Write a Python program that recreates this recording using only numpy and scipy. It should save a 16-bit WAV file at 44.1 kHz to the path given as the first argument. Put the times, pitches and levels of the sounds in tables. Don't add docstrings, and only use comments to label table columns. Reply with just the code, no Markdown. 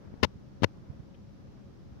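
import sys
import numpy as np
from scipy import signal
from scipy.fft import rfft, irfft
from scipy.io import wavfile

SR = 44100
rng = np.random.default_rng(int(sys.argv[2]) if len(sys.argv) > 2 else 0)


def generate_wav(signal):
    frames = np.transpose(np.atleast_2d(signal))
    scaled = np.clip(frames, -1, 1) * 32767
    pcm = np.round(scaled).astype(np.int16)
    wavfile.write(sys.argv[1], SR, pcm)


N = 2 * SR

# time in seconds, peak before the low cut in dB, contact in seconds,
# 1 for press or -1 for lift, drive into the case ring in dB.
FINGER_PUSHES = [(0.2311, -9, 0.00055, 1, -3.5), (0.2327, -14, 0.00094, -1, 13),
                 (.2371, -13.5, 0.002, -1, 15.5), (0.2391, -15, 0.00089, 1, -8),
                 (0.2467, -19, 0.00041, -1, 11), (0.2494, -18.5, 0.00046, 1, -0.5),
                 (.2510, -14.5, 0.0019, -1, -2), (0.6231, -14.5, 0.0014, 1, -2),
                 (0.6253, -18.5, 0.0015, -1, -8), (0.6339, -7, 0.00046, 1, -7.5),
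                 (0.6356, -10.5, 0.0023, -1, -8), (.64375, -21, 0.0014, -1, 20),
                 (0.6459, -8, .0017, -1, -5.5)]
# frequency in Hz, width in Hz, gain in dB.
CASE_MODES = [(92.6, 28, -6), (254, 20, -22.5), (491, 115, 0), (910, 140, 0.5)]


def knocks():
    pushes = np.array([way * thud(s, db, contact_s) for s, db, contact_s, way, _ in FINGER_PUSHES])
    drive = from_db(np.array(FINGER_PUSHES)[:, -1]) @ pushes
    ring = sum(from_db(db) * resonance(drive, hz, width_hz) for hz, width_hz, db in CASE_MODES)
    return pushes.sum(axis=0) + ring


# start in seconds, length in seconds, relative start and end levels in dB, treble in dB.
FINGER_SLIDES = [(0.2257, .0025, -48, -44, -1), (0.2291, 0.0041, -30, -16.5, 1),
                 (0.233, 0.0036, -17.5, -16.5, 0), (0.2378, 0.0067, -19, -21.5, -4.5),
                 (0.2455, .0052, -19.5, -26, -2), (.6205, 0.0068, -42.5, -34.5, -5),
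                 (.6322, 0.012, -25.5, -24.5, 0), (0.642, 0.005, -18.5, -26.5, 1)]
# frequency in Hz, gain in dB.
SCUFF_EQ = [(30, -9), (100, -18.5), (250, -4), (560, 4.5), (730, -10), (950, 4), (1400, -3), (2200, -4),
            (3000, -6.5), (4500, -8.5), (5600, -12.5), (6500, -17.5), (7800, -30.5), (15000, -35.5)]
# frequency in Hz, width in Hz, gain in dB.
PORT_MODES = [(1110, 98, -27), (1870, 230, -12), (2840, 310, -4.5)]


def scuffs(slips_per_s=9000, spread_db=4, attack_s=0.00019, release_s=0.00098):
    coder_tail_db, coder_tail_decay_s = -30.5, 0.0085
    t, force = np.arange(N) / SR, np.zeros(N)
    impulses = (rng.random(N) < slips_per_s / SR) * rng.choice([-1, 1], N)
    slips = unit_rms(impulses * from_db(spread_db * rng.standard_normal(N)))
    treble = signal.sosfilt(signal.butter(1, 1500, "high", fs=SR, output="sos"), slips)
    for start_s, length_s, start_db, end_db, treble_db in FINGER_SLIDES:
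        attack = np.clip((t - start_s) / attack_s, 0, 1)
        after_s = np.maximum(t - start_s - length_s, 0)
        coder_tail = from_db(coder_tail_db) * np.exp(-after_s / coder_tail_decay_s)
        envelope = attack * (np.exp(-after_s / release_s) + coder_tail)
        gain = from_db(np.interp(t, [start_s, start_s + length_s], [start_db, end_db]))
        force += envelope * gain * (slips + (from_db(treble_db) - 1) * treble)
    grit = from_db(9) * coloured(force, SCUFF_EQ)
    return grit + sum(from_db(db) * resonance(grit, hz, width_hz) for hz, width_hz, db in PORT_MODES)


# time in seconds, peak before the low cut in dB, contact in seconds, left minus right in dB.
GRIP_BUMPS = [(0.058, -31.5, 0.0017, 28), (0.077, -29.5, 0.0056, 38), (0.106, -37, 0.0012, -20),
              (.123, -34, 0.0044, -13), (0.141, -28.5, 0.0028, 27), (0.1407, -31.5, 0.00088, 32),
              (0.36, -31, 0.0039, -17), (0.786, -34, 0.003, -14), (0.827, -34.5, 0.0043, -24),
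              (0.903, -21.5, 0.0037, -29), (0.973, -35.5, 0.0021, 15), (.996, -28.5, 0.0035, -16),
              (1.002, -23.5, 0.0054, -22), (1.487, -33, 0.007, -7), (1.667, -35, 0.005, -10),
              (1.928, -27.5, 0.0081, -4)]


def grip():
    out = 0
    for s, db, contact_s, pan_db in GRIP_BUMPS:
        out -= thud(s, db, contact_s) * stereo(min(pan_db, 0), min(-pan_db, 0))
    return out


# frequency in Hz, left and right noise density in dB/Hz.
NOISE_FLOOR = [(20, -99, -87.5), (33.5, -80.5, -75.5), (57.6, -73.5, -77.5), (93, -74.5, -69.5),
               (141, -72.5, -78.5), (215, -74, -78), (330, -83, -83), (697, -97, -96), (1040, -98, -102),
               (2040, -107, -108), (4090, -112, -110), (5730, -113, -109), (8100, -126, -126),
               (15000, -129, -129)]


def rumble_and_hiss():
    spectrum = np.array(NOISE_FLOOR)
    white = rng.standard_normal((2, N)) * np.sqrt(SR / 2)
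    return np.array([coloured(white[side], spectrum[:, [0, side + 1]]) for side in (0, 1)])


# time in seconds, rms level before flutter in dB.
RUSTLE_LEVELS = [(0, -59), (.14, -59.5), (0.298, -64), (.5, -67), (0.699, -61.5), (1.0, -62), (1.25, -70.5),
                 (1.45, -63.5), (1.68, -64.5), (1.85, -70), (2, -61)]
# frequency in Hz, relative gain in dB.
RUSTLE_EQ = [(20, -25), (60, -9), (300, 3.5), (800, -6.5), (1600, -13.5), (3000, -31), (8000, -48)]


def rustle(flutter_db=2, flutter_hz=18):
    level_db = np.interp(np.arange(N) / SR, *np.transpose(RUSTLE_LEVELS))
    sides = []
    for _ in range(2):
        noise = unit_rms(coloured(rng.standard_normal(N), RUSTLE_EQ))
        sides.append(noise * from_db(level_db + flutter_db * drift(flutter_hz)))
    return np.array(sides)


# frequency in Hz, left and right rms level in dB.
HUM_TONES = [(131.2, -59, -70), (197.3, -59, -67.5), (273, -70.5, -78), (552, -68, -83.5)]


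def hum(wander_hz=2.43, waver_db=4):
    out = 0
    for hz, left_db, right_db in HUM_TONES:
        phase = 2 * np.pi * np.cumsum(hz + wander_hz * drift(rate_hz=3.87)) / SR
        tone = np.sin(phase) * from_db(waver_db * drift(rate_hz=8.5))
        out += unit_rms(tone) * stereo(left_db, right_db)
    return out


# time in seconds, left rms level at the crest in dB, band centre in Hz.
FAINT_TICKS = [(.079, -64, 1500), (.141, -63, 1400), (1.148, -59.5, 2750)]


def ticks(sigma_s=0.004, width_hz=800):
    out = 0
    for s, db, hz in FAINT_TICKS:
        envelope = np.exp(-0.5 * ((np.arange(N) / SR - s) / sigma_s) ** 2)
        band = resonance(resonance(rng.standard_normal(N), hz, width_hz), hz, width_hz)
        out += envelope * unit_rms(band) * from_db(db)
    return out * stereo(left_db=0, right_db=-18)


def thud(s, db, contact_s, low_cut_hz=61, steepness=8.6):
    push = np.exp(-np.pi * ((np.arange(N) / SR - s) / contact_s) ** 2)
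    slope = (np.arange(N // 2 + 1) * SR / N / low_cut_hz) ** steepness
    return from_db(db) * irfft(rfft(push) * slope / (1 + slope), N)


def resonance(x, hz, width_hz):
    r = np.exp(-np.pi * width_hz / SR)
    feedforward = np.array([1, 0, -1]) * (1 - r * r) / 2
    feedback = [1, -2 * r * np.cos(2 * np.pi * hz / SR), r * r]
    return signal.lfilter(feedforward, feedback, x + 1e-18)


def coloured(x, points):
    hz, db = np.transpose(points)
    bin_hz = np.arange(N // 2 + 1) * SR / N
    gain = from_db(np.interp(np.log(bin_hz + 1), np.log(hz), db))
    cepstrum = irfft(np.log(gain), N)
    cepstrum[1:N // 2] *= 2
    cepstrum[N // 2 + 1:] = 0
    return irfft(rfft(x) * np.exp(rfft(cepstrum)), N)


def drift(rate_hz):
    hop, settle_steps = 40, 2000
    r = np.exp(-2 * np.pi * rate_hz * hop / SR)
    noise = rng.standard_normal(N // hop + settle_steps + 2)
    slow = signal.lfilter([1], [1, -2 * r, r * r], noise)[settle_steps:]
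    return np.interp(np.arange(N) / hop, np.arange(len(slow)), unit_rms(slow))


def from_db(db):
    return 10 ** (np.asarray(db) / 20)


def stereo(left_db, right_db):
    return from_db([[left_db], [right_db]])


def unit_rms(x):
    return x / np.sqrt(np.mean(x ** 2) + 1e-20)


def scene():
    finger = (knocks() + scuffs()) * stereo(left_db=0, right_db=-49)
    return finger + grip() + rumble_and_hiss() + rustle() + hum() + ticks()


def record(dry, cutoff_hz=15600):
    return signal.sosfilt(signal.ellip(10, 0.1, 80, cutoff_hz, fs=SR, output="sos"), dry)


dry = scene()
out = record(dry)
generate_wav(out)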